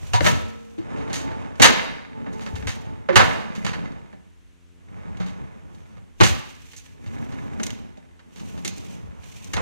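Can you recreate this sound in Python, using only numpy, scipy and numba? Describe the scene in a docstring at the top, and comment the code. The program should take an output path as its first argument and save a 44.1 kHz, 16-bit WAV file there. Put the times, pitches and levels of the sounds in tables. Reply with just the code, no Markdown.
"""From the start, room air and a far fridge hum lie under a drawer rolling on noise-excited resonances.
Blows follow at once, forces shaking modes of carcass, fronts and crockery; tones and a ringing bar join them.
Drawers go on rolling and banging, hardest near 0.1, 1.6, 3.2, 6.2 and 9.5 s; filtered noise rustles as clothes do.
Low puffs strike the microphones directly at 0.2, 2.6 and 9 s. The room is hard and quiet; its two close
microphones are widened, so the bass comes out in opposite phase, and bangs overload them."""
import sys
import numpy as np
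from scipy import signal
from scipy.fft import rfft, irfft, next_fast_len
from scipy.io import wavfile
from numba import njit

SR = 44100
rng = np.random.default_rng(int(sys.argv[2]) if len(sys.argv) > 2 else 0)


def transcribe(signal):
    """Save signal, clipped to [-1, 1], as a 16-bit WAV file at the path in sys.argv[1]."""
    frames = np.atleast_2d(signal).T
    limited = np.clip(frames, -1, 1)
    pcm = np.round(limited * 32767).astype(np.int16)
    wavfile.write(sys.argv[1], SR, pcm)


N = 423801   # samples
PAD = next_fast_len(N + SR)   # room for a one-second tail
HZ = np.maximum(np.arange(PAD // 2 + 1) * SR / PAD, 1)

# Room air and far rumble: (frequency [Hz], relative density [dB per Hz])
AIR_SPECTRUM = [(30, -24), (48, -7), (69, -4), (120, -22.5), (182, -24.5), (292, -27.5), (606, -38),
                (2830, -42), (5000, -53.5), (6200, -49.5), (9000, -56.5), (15500, -72)]
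AIR_DB = -52
# Sum against difference of the microphones for room air: (frequency [Hz], level [dB])
AIR_SUM_LEVEL = [(30, -18.5), (110, -10), (380, -6), (1300, -1), (15000, 6.5)]
# Fridge compressor: (multiple of the turning rate, level before wavering [dB rms])
HUM_PARTIALS = [(1, -65.5), (2, -68.5), (3, -69), (4, -73.5), (5, -77), (6, -85.5), (7, -86.5)]
HUM_HZ = 87.5   # mean turning rate

# Drawers rolling: (up to speed [s], slowing from [s], carcass rumble [dB], drawer box [dB],
#                   roller grind [dB], chinking load [dB], singing handle [dB], hollow note of the box [Hz])
SLIDES = [(0.0, 0.12, -32, -56.5, -50.5, -73, -72, 255), (0.92, 1.42, -36.5, -32.5, -41, -49.5, -46, 260),
          (2.2, 2.6, -47, -33, -49, -55, -46, 228), (2.75, 2.92, -36, -39, -49, -54.5, -51, 240),
          (3.6, 3.85, -45.5, -30.5, -44.5, -49, -60, 195), (4.98, 5.42, -39.5, -38.5, -50, -55.5, -61, 193),
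          (5.55, 5.95, -47, -47, -58, -68, -70, 192), (6.549, 6.944, -51, -64, -67, -65.5, -68, 240),
          (7.15, 7.68, -36.5, -31.5, -47.5, -51.5, -72, 245),
          (7.9, 8.3, -66.5, -64, -66.5, -67.5, -70.5, 230),
          (8.42, 8.95, -43, -36.5, -53.5, -62.5, -73, 190),
          (9.05, 9.5, -41.5, -46.5, -55.5, -66, -70.5, 205)]
SPEED_UP_DB_PER_S, SLOW_DOWN_DB_PER_S = 108, 56
# Bangs jolting a drawer on its rails: (time [s], carcass rumble [dB], drawer box [dB],
#                                       roller grind [dB], chinking load [dB], rustle [dB])
JOLTS = [(0.24, -14.5, -26, -30.5, -50, -30.5), (1.65, -47.5, -19, -22.5, -23.5, -28.5),
         (3.2, -21.5, -20.5, -22, -32, -34.5), (6.248, -21.5, -33.5, -45, -41, -31),
         (9.579, -27.5, -29.5, -27, -38.5, -53.5)]
# Settling after a jolt: (rumble, box, grind, load, rustle [all dB per s])
SETTLE_RATES = (110, 60, 73, 70, 119)
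JOLT_RISE_DB_PER_S, JOLT_HOLD_S = 499.5, 0.02
# Roller grind: (frequency [Hz], relative density [dB per Hz])
GRIND_SPECTRUM = [(450, 10), (700, 9.5), (1000, 8), (1300, 3), (1900, -3), (3000, -10), (4300, -23),
                  (6200, -20), (9000, -27), (15500, -57)]
# Handle bar singing while a drawer rolls: (frequency [Hz], relative level [dB], t60 [s])
BAR_MODES = [(440, -0.5, 0.7), (872, -1, .4)]
CHINKS_PER_S, CHINK_DAMPING, CHINK_SOFT_HZ = 120, .4, 2500   # damping multiplies the crockery's t60

# Clothes and skin: (full [s], fading from [s], level [dB])
RUSTLES = [(0.0, 0.098, -51.5), (0.507, 0.707, -61), (1.154, 1.206, -53), (2.383, 2.593, -56.5),
           (2.71, 2.743, -51), (3.573, 3.75, -57), (5.22, 5.336, -66), (5.74, 5.897, -68),
           (6.5, 6.864, -56.5), (7.042, 7.48, -61), (7.652, 7.662, -47.5), (8.38, 8.588, -55),
           (8.7, 8.93, -52.5), (9.262, 9.505, -52.5)]
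RUSTLE_RISE_DB_PER_S, RUSTLE_FADE_DB_PER_S = 201.5, 106
# Rustle: (frequency [Hz], relative density [dB per Hz])
RUSTLE_SPECTRUM = [(1200, -12), (2500, 6), (5100, -4.5), (6000, 3.5), (8000, -4), (12000, -14),
                   (15500, -11)]

# Blows, levels relative: (time [s], carcass thud [dB], panel knock [dB], panel pitch struck [Hz], clatter [dB],
#                          clatter tilt to the treble [dB per band], shake length [s], left against right [dB])
BLOWS = [(0.03, -35, -58, 315, -56, -9.5, 0.0049, -8), (0.134, -14, -22, 772, -27, -1, 0.037, 3),
         (0.2058, -26.5, -25, 312, -27.5, -11, 0.0055, 9.5),
         (0.244, -27.5, -36, 759, -29.5, -3.5, 0.076, 3.5), (0.262, -27, -17.5, 594, -25, -7.5, 0.02, 5),
         (0.78, -37, -38, 304, -56, -4, 0.05, 5.5), (0.972, -34.5, -35, 297, -54, -5.5, 0.078, 1.5),
         (1.077, -35, -32.5, 284, -58, -10.5, 0.016, 1), (1.098, -37.5, -26.5, 250, -45.5, -6.5, 0.024, 0),
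         (1.13, -31, -30, 282, -34, 3.5, 0.06, 1), (1.311, -43, -31, 318.5, -51.5, -11.5, 0.03, 2.5),
         (1.457, -51.5, -41, 310, -55, -11, 0.007, -4.5), (1.555, -53, -56.5, 300.2, -52, -2, 0.012, -0.5),
         (1.598, -18, -10, 248, -28, -3, 0.089, -0.5), (1.619, -27, -32, 294, -10.5, 1, 0.035, 3.5),
         (1.639, -38.5, -23, 263, -38, -3, 0.009, 4), (1.643, -41.5, -28, 560, -16, -3, 0.025, 2),
         (2.261, -37.5, -28.5, 250, -55.5, -17.5, 0.024, 0.5),
         (2.329, -54, -40.5, 247, -57, 8.5, 0.023, 0.5), (2.394, -48, -36.5, 232, -47.5, -7, 0.0049, 1),
         (2.408, -58, -43.5, 210, -47.5, -1, 0.042, 2), (2.463, -55, -36.5, 231, -44, -7.5, 0.023, -1.5),
         (2.554, -45, -37.5, 172, -43, -1, 0.022, -2), (2.623, -38.5, -33, 239, -47.5, -7.5, 0.013, 3),
         (2.671, -28, -29.5, 234, -33, 0.5, 0.044, 0.5), (3.0867, -48, -18.5, 537.5, -39, -15.5, 0.031, -1),
         (3.127, -36, -36, 354.2, -47.5, -11.5, 0.059, -3), (3.157, -12, -16, 395.2, -13, -5, 0.029, -0.5),
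         (3.194, -25.5, -15, 770, -23.5, -12, 0.036, -0.5),
         (3.55, -50.5, -53.5, 179, -45.5, -1.5, 0.034, -1), (3.647, -34, -26, 185.3, -34, -1, 0.014, -0.5),
         (3.664, -50.5, -38.5, 211.3, -34.5, -4.5, 0.037, -2), (3.732, -45, -42, 187.7, -41, -8, 0.028, 1),
         (3.848, -59, -48, 238.4, -53, -7, 0.0125, -2), (3.92, -55.5, -54.5, 242, -59, 1, 0.0066, 3.5),
         (4.128, -47, -39, 237.7, -60, -10, 0.017, -0.5), (5.17, -52.5, -50.5, 192, -52, -3, 0.011, 1),
         (5.201, -33.5, -25.5, 192, -45.5, -6, 0.043, 0), (5.261, -46.5, -40.5, 193.4, -51.5, -1, 0.05, 2),
         (5.747, -58, -60, 192.6, -57.5, 1, 0.008, 1), (5.968, -40.5, -51, 176.6, -63.5, -10, 0.026, -4),
         (6.202, -30.5, -23, 362.4, -28, -7, 0.011, 8.5), (6.208, -8.5, -9, 363, -17.5, -6, 0.02, 0),
         (6.232, -26, -15, 230.1, -21.5, 2, 0.04, -1), (6.733, -58, -65.5, 174, -50.5, 1, 0.016, 2),
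         (6.764, -45, -59.5, 172.3, -54, 14.5, 0.027, -3.5), (6.859, -58, -61, 172, -54, -1, 0.0075, -0.5),
         (7.061, -31.5, -47.5, 163, -54, -2.5, 0.029, -0.5),
         (7.32, -31.5, -40.5, 247, -51.5, -5, 0.026, -3), (7.598, -35, -27, 220, -38, -5.5, 0.0093, 1.5),
         (7.632, -43.5, -37, 216, -32.5, 8, 0.0096, 3), (7.665, -54.5, -54.5, 247, -35, 7.5, 0.0087, -1.5),
         (7.704, -33, -61.5, 220, -38.5, 3, 0.0067, 1), (7.972, -67, -39.5, 246, -61.5, 0, 0.017, 0),
         (8.192, -68, -66, 225, -60, -7, 0.021, 0), (8.359, -52.5, -69.5, 235, -55, 1, 0.046, -1.5),
         (8.396, -63, -78, 235, -51.5, 1, 0.014, 0), (8.577, -41.5, -37.5, 262, -48, -3, 0.012, 3),
         (8.648, -59, -33.5, 361.7, -32.5, 5, 0.019, 0.5), (8.676, -55, -36.5, 202, -38.5, 10, 0.015, -3.5),
         (8.78, -37.5, -72, 200, -51.5, 12, 0.0062, 0), (9.232, -49, -52.5, 173, -56, -1, 0.018, -7),
         (9.444, -54, -56, 178, -62, 25, 0.0061, 7.5), (9.534, -29.5, -30, 310, -30, 1, 0.016, 3),
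         (9.565, -29.5, -28, 419.7, -35, -4, 0.0125, -3)]
# Carcass modes: (frequency [Hz], relative level [dB], t60 when struck [s])
CARCASS_MODES = [(60, -1, 0.062), (77.4, -8, 0.14), (92, -7, 0.26), (88, 6.5, 0.12), (108.3, 0.5, 0.27),
                 (138, -1, 0.34)]
# Fronts and sides: (frequency [Hz], relative level [dB], t60 when struck [s])
PANEL_MODES = [(181.5, 4.5, 0.26), (220, 0.5, 0.077), (266, -5.5, 0.33), (305, 0, 0.052), (353, 4, 0.053),
               (397, -3, 0.08), (466.6, 3.5, 0.065), (546, -2.5, 0.085), (607, 2.5, 0.11), (728, -9, 0.057),
               (773.3, -2.5, 0.22), (825, -0.5, 0.064)]
# Bowls, plates and trays: (frequency [Hz], relative level [dB], t60 when struck [s])
CROCKERY_MODES = [(1014, -9.5, 0.33), (1154, -17.5, 0.41), (1299, -15.5, .06), (1468, -9.5, .2),
                  (2055, -10.5, 0.23), (1550, -11.5, 0.03), (1730, -3, 0.14), (1773, 0.5, 0.044),
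                  (2175, -2, 0.081), (2064, -2, .09), (2347, -0.5, 0.014), (2466, -10, 0.18),
                  (3256, -13, 0.17), (3663, -1, 0.078), (4260, -20.5, 0.022), (4500, -19, 0.049),
                  (4717, -7.5, 0.16), (5840, -15.5, 0.052), (6228, -5.5, .05), (6530, -4, 0.18),
                  (6530, -15, 0.02), (8080, -16, 0.11)]
# Direct crack of a contact: (frequency [Hz], relative density [dB per Hz])
CRACK_SPECTRUM = [(500, -5.5), (800, 0.5), (1300, 1.5), (2100, -4), (2800, 3.5), (4500, -5), (5400, -8),
                  (6400, 0.5), (9000, -12), (12000, -20.5), (15500, -25.5)]
THUD_HZ = 110   # where the carcass is shoved
FIRST_CRACK, CRACK_S = 1.1, .0015   # first contact against the later chatter, and its decay time

# Short held tones: (time [s], length [s], frequency [Hz], level [dB], left against right [dB])
HELD_TONES = [(0.136, 0.052, 963, -19, 4), (0.136, 0.015, 725, -27.5, -12), (0.268, 0.023, 1793, -28, -12),
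              (0.269, 0.033, 960, -18, 6), (0.779, 0.025, 320, -25.5, 1.5), (1.634, 0.011, 2134, -12.5, 1),
              (3.0876, 0.026, 536.4, -14, -6.5), (3.097, 0.026, 368, -22, -11.5),
              (3.128, 0.024, 362, -20.5, -6.5)]
TONE_EDGE_S = .005
# Puffs of air or grip on the microphones: (time [s], relative level [dB], frequency [Hz])
PUFFS = [(0.207, -24, 92), (2.537, -21.5, 84.5), (2.588, -29, 80.6), (2.617, -28, 71.6), (2.66, -24, 84),
         (9.041, -35, 92.4), (9.085, -35, 64.4), (9.195, -38.5, 80), (9.543, -30, 72)]
# A bar left ringing: (time [s], frequency [Hz], level [dB], t60 [s])
HANDLE_PARTIALS = [(0.272, 220, -29, 1.6), (0.268, 466.6, -39, 3.4), (0.27, 1061, -43.5, 0.42),
                   (0.27, 1314, -28, 0.68)]

# Reverberation: (frequency [Hz], t60 [s])
ROOM_T60 = [(60, 0.088), (250, 0.18), (700, 0.66), (2000, 0.69), (5000, 0.69), (11000, 0.11)]
ROOM_DB = -8
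# Sum against difference of the microphones: (frequency [Hz], level [dB])
SUM_LEVEL = [(30, -25), (60, -19.5), (200, -24.5), (380, -11.5), (700, -14.5), (1290, -5.5), (2400, -0.6),
             (15000, -2.8)]
# The hand shades the left port: (frequency [Hz], level [dB])
LEFT_SHADE = [(250, -0.13), (500, -0.94), (1000, -3), (2000, -3.5), (8000, -3.5), (14000, -1)]
CUTOFF_HZ = 16000


def from_db(db):
    """Logarithmic level: the gain of a level in dB."""
    return 10 ** (np.asarray(db) / 20)


def rms_one(x):
    """Normalisation: a signal scaled to rms 1."""
    return x / np.sqrt(np.mean(x ** 2) + 1e-20)


def at_hz(points, hz):
    """Interpolation: a spectrum table read on a log-frequency axis."""
    table = np.array(points)
    return np.interp(np.log(hz), np.log(table[:, 0]), table[:, 1])


def colour(x, points):
    """Linear filtering through a spectrum, scaled so that white noise keeps its rms."""
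    octaves_below = np.maximum(np.log2(points[0][0] / HZ), 0)
    gain = from_db(at_hz(points, HZ) - 24 * octaves_below)
    return irfft(rfft(x, PAD) * rms_one(gain), PAD)[..., :N]


def ring(x, hz, t60):
    """Damped resonance: one mode, which passes white noise of rms 1 at rms 1."""
    r = from_db(-60 / (np.clip(t60, .005, 3) * SR))
    w = 2 * np.pi * hz / SR
    return signal.lfilter([0, np.sin(w) * 2 * np.sqrt(1 - r)], [1, -2 * r * np.cos(w), r * r], x + 1e-18)


@njit
def moving_ring(x, hz, r):
    """Time-varying resonance: its centre (cycles a sample) moves."""
    y = np.zeros(len(x))
    for i in range(2, len(x)):
        y[i] = x[i] + 2 * r * np.cos(2 * np.pi * hz[i]) * y[i - 1] - r * r * y[i - 2]
    return y


def grains(per_s, spread_db):
    """Random impulse process: contacts of uneven size and either sign, rms 1."""
    sizes = from_db(spread_db * np.minimum(rng.exponential(1, N), 4)) * rng.choice([-1, 1], N)
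    return rms_one(sizes * (rng.random(N) < per_s / SR))


def drift(rate):
    """Low-passed noise: slow random wandering of spread 1."""
    r = np.exp(-2 * np.pi * rate / SR)
    slow = signal.lfilter([1], [1, -2 * r, r * r], rng.standard_normal(N + SR))
    return rms_one(slow[SR:])


def sides(pan_db):
    """Level difference between the ears: left and right gains."""
    return from_db([[pan_db / 2], [-pan_db / 2]])


def swell(start, stop, db, rise_db_per_s, fade_db_per_s):
    """Addition of powers: gain of events that rise, hold from start to stop and fade."""
    t = np.arange(0, N, 32)[:, None] / SR
    rise_db = rise_db_per_s * np.maximum(start - t, 0)
    fade_db = fade_db_per_s * np.maximum(t - stop, 0)
    power = np.sum(from_db(2 * (db - rise_db - fade_db)), axis=1)
    return np.interp(np.arange(N) / SR, t[:, 0], np.sqrt(power))


def shake(s, length, rise):
    """Transient force: a quick start, falling to 1/e after the shake length."""
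    start = round(s * SR)
    t = np.arange(min(N - start, SR // 3)) / SR
    length = np.clip(length, .002, .15)
    return slice(start, start + len(t)), np.minimum(t / rise, 1) * np.exp(-(t / length) ** 1.5)


def struck(modes, force, hz, narrow_db, far_db):
    """Modal excitation: modes near the place struck speak loudest, neighbours in opposite sense."""
    out = 0
    for k, (mode_hz, db, t60) in enumerate(modes):
        near_db = -min(narrow_db * abs(np.log2(mode_hz / hz)), far_db)
        impulse_gain = np.sqrt(t60 * SR / (12 * np.log(10)))   # undoes the noise scaling of ring()
        out = out + (-1) ** k * from_db(db + near_db) * impulse_gain * ring(force, mode_hz, t60)
    return out


def room_tone():
    """Stationary noise with a harmonic series: air, far rumble and the slightly wavering fridge."""
    mid, side = colour(rng.standard_normal((2, N)), AIR_SPECTRUM)
    hz = np.maximum(np.arange(N // 2 + 1) * SR / N, 1)
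    mid = irfft(rfft(mid) * from_db(at_hz(AIR_SUM_LEVEL, hz)), N)
    turn = 2 * np.pi * HUM_HZ * np.cumsum(1 + 0.0084 * drift(1)) / SR
    # partials locked in phase make one pulse each turn
    pulses = sum(np.sqrt(2) * from_db(db) * np.sin(k * (turn + 1.0)) for k, db in HUM_PARTIALS)
    hum = from_db(1.5 * drift(5.9)) * pulses
    return from_db(AIR_DB) * (mid + side * np.array([[1], [-1]])) + hum * sides(3.0)


def slide_gain(part):
    """Envelope of rolling: one part swells with speed and fades with slowing."""
    start, stop, db = np.transpose(SLIDES)[[0, 1, part + 2]]
    return swell(start, stop, db, SPEED_UP_DB_PER_S, SLOW_DOWN_DB_PER_S)


def jolt_gain(part):
    """Impulsive disturbance: a bang jolts one part, which then settles."""
    bang, db = np.transpose(JOLTS)[[0, part + 1]]
    return swell(bang, bang + JOLT_HOLD_S, db, JOLT_RISE_DB_PER_S, SETTLE_RATES[part])


def carcass_rumble(bumps):
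    """Forced vibration: rail bumps drive the low modes of the carcass."""
    rumble = sum(from_db(db) * ring(bumps, hz, 0.47 * t60) for hz, db, t60 in CARCASS_MODES)
    high_pass = signal.butter(4, 48, "high", fs=SR, output="sos")
    return rms_one(signal.sosfilt(high_pass, rumble))


def drawer_box(bumps):
    """Cavity and plate resonance: a hollow note gliding from slide to slide, and the panels."""
    start, stop, note_hz = np.transpose(SLIDES)[[0, 1, 7]]
    hz = np.interp(np.arange(N) / SR, (start + stop) / 2, note_hz)
    note = rms_one(moving_ring(bumps, hz / SR, np.exp(-np.pi * 35 / SR)))   # 35 Hz wide
    panels = rms_one(sum(ring(bumps, hz, .5 * t60) * (200 / hz) ** 1.3 for hz, _, t60 in PANEL_MODES))
    return rms_one(note + from_db(-1) * panels)


def roller_grind():
    """Rolling friction: contacts common to both sides, with noise of each side, unsteady in level."""
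    rough = grains(1500, spread_db=-2.0) + 0.66 * rng.standard_normal((2, N))
    return colour(rough * from_db(1.2 * drift(22)), GRIND_SPECTRUM)


def chinking_load():
    """Damped modes: softened random contacts ring the crockery in the drawer."""
    chinks = signal.lfilter(*signal.butter(2, CHINK_SOFT_HZ, fs=SR), grains(CHINKS_PER_S, spread_db=3.5))
    return rms_one(sum(from_db(db) * ring(chinks, hz, CHINK_DAMPING * t60) for hz, db, t60 in CROCKERY_MODES))


def runners():
    """Common excitation: rollers bump along the rails and set carcass, box and handle going."""
    bumps = grains(1500, spread_db=3.5) * from_db(1.6 * drift(11))
    parts = [carcass_rumble(bumps), drawer_box(bumps), roller_grind(), chinking_load()]
    moving = sum(np.hypot(slide_gain(k), jolt_gain(k)) * part for k, part in enumerate(parts))
    bar = sum(from_db(db) * ring(bumps, hz, t60) for hz, db, t60 in BAR_MODES)
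    return moving + slide_gain(4) * bar


def rustles():
    """Friction noise: clothes and skin rustle, and each jolt adds its own."""
    cloth = swell(*np.transpose(RUSTLES), RUSTLE_RISE_DB_PER_S, RUSTLE_FADE_DB_PER_S)
    noise = colour(rng.standard_normal((2, N)) * from_db(2.4 * drift(40)), RUSTLE_SPECTRUM)
    return np.hypot(cloth, jolt_gain(4)) * noise


def bodies(clatter):
    """Modal response: the clatter bands ring crockery, rattle the higher panels and crack directly."""
    edges = [(400, 1800), (1800, 5000), (5000, 19000)]   # Hz
    contact = 0
    for db, edge, band in zip((12, 9, 7), edges, clatter):
        band_pass = signal.butter(4, edge, "band", fs=SR, output="sos")
        contact = contact + from_db(db) * signal.sosfilt(band_pass, band)
    rings = sum(from_db(db - 25.0) * ring(contact, hz, t60) * (-1) ** k
                for k, (hz, db, t60) in enumerate(CROCKERY_MODES))
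    rattle = sum(from_db(db - 17.0) * ring(clatter[0], hz, t60) * (-1) ** k
                 for k, (hz, db, t60) in enumerate(PANEL_MODES[6:]))
    return rattle + rings + from_db(-8.0) * colour(contact, CRACK_SPECTRUM)


def blows():
    """Impact: every blow drives the same bodies; parts keep bouncing while the shake lasts."""
    bounce, shared = grains(780, spread_db=8.0), grains(3000, spread_db=0.5)
    chatter = shared + 0.87 * np.array([grains(3000, spread_db=4.0), grains(3000, spread_db=6.5)])
    splinter = rng.standard_normal(N)
    wood, clatter = np.zeros((2, N)), np.zeros((3, 2, N))   # clatter: bands, sides, samples
    for s, thud_db, knock_db, knock_hz, clatter_db, tilt_db, length, pan_db in BLOWS:
        at, force = shake(s, length, rise=0.00079)
        t = np.arange(len(force)) / SR
        # the weight follows as a soft shove
        push = np.exp(-((t - .006) / .002) ** 2) / (0.0017 * SR * np.sqrt(np.pi))
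        wood[:, at] += from_db(thud_db + 9) * struck(CARCASS_MODES, push, THUD_HZ, narrow_db=48.0, far_db=26)
        taps = 0.014 * force * bounce[at]
        taps[20:24] += .25   # first contact
        knock = struck(PANEL_MODES, taps, knock_hz, narrow_db=58.5, far_db=14.5)
        wood[:, at] += from_db(knock_db + 7.5) * sides(pan_db) * knock
        crack = FIRST_CRACK * np.exp(-t / CRACK_S) * splinter[at]
        band_gain = from_db(clatter_db + tilt_db * np.arange(-1, 2))[:, None, None]
        clatter[:, :, at] += band_gain * sides(pan_db) * (force * chatter[:, at] + crack)
    return wood + bodies(clatter)


def tones():
    """Sustained vibration as a hand grips or a front flexes: an unsteady sine with soft edges."""
    out, t, waver = np.zeros((2, N)), np.arange(N) / SR, from_db(2.0 * drift(40))
    for s, length, hz, db, pan_db in HELD_TONES:
        at = slice(round(s * SR), round((s + length + 4 * TONE_EDGE_S) * SR))
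        age = t[at] - s
        shape = np.minimum(age / TONE_EDGE_S, 1) * np.exp(-np.maximum(age - length, 0) / TONE_EDGE_S)
        out[:, at] += from_db(db) * sides(pan_db) * shape * waver[at] * np.sin(2 * np.pi * hz * age)
    return out


def puffs():
    """Pressure pulses: a few low cycles, alike in both channels but stronger on the left."""
    out = np.zeros(N)
    for s, db, hz in PUFFS:
        at, force = shake(s, 0.019, rise=0.0046)
        out[at] += from_db(db) * force * np.sin(2 * np.pi * hz * np.arange(len(force)) / SR)
    return out * np.array([[1.6], [.4]])


def handle():
    """Free decay: long clean partials of a bar left ringing after the first bang."""
    t, out = np.arange(N) / SR, 0
    for s, hz, db, t60 in HANDLE_PARTIALS:
        decay = from_db(db - 60 * np.maximum(t - s, 0) / t60)
        out = out + (t > s) * decay * np.sin(2 * np.pi * hz * t)
    return out


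def kitchen(x):
    """Reverberation: direct sound and a tail dying band by band, as microphone sum and difference."""
    t, tail = np.arange(SR) / SR, 0
    white = rng.standard_normal((2, 2, SR))
    for k, low in enumerate(30 * 2 ** np.arange(0, 9, .5)):   # half-octave bands
        band_pass = signal.butter(2, [low, low * np.sqrt(2)], "band", fs=SR, output="sos")
        band = signal.sosfilt(band_pass, white[k % 2])
        t60 = at_hz(ROOM_T60, low * 1.4)
        tail = tail + band * from_db(-60 * t / t60) / np.sqrt(SR * .07)
    tail = from_db(ROOM_DB) * rfft(tail * np.minimum(t / 0.013, 1), PAD)
    quarter = -1j   # the sum of two close ports runs a quarter cycle behind their difference
    mid = (quarter + tail[0]) * from_db(at_hz(SUM_LEVEL, HZ))
    side = 1 + tail[1]
    left = (mid + side) * from_db(at_hz(LEFT_SHADE, HZ))
    return irfft(rfft(x, PAD) * [left, mid - side], PAD)[:, :N]


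def scene():
    """Superposition: sources in the room, with what acts on the microphones directly."""
    sources = runners() + rustles() + blows() + tones() + handle()
    return room_tone() + kitchen(sources) + puffs()


def record(dry):
    """Saturation and band limiting: bangs flatten towards a ceiling, the top is cut."""
    ceiling = 0.95   # of full scale
    flat = dry / (1 + np.abs(dry / ceiling) ** 4) ** .25
    return signal.sosfilt(signal.cheby2(12, 50, CUTOFF_HZ, fs=SR, output="sos"), flat)


dry = scene()
out = record(dry)
transcribe(out)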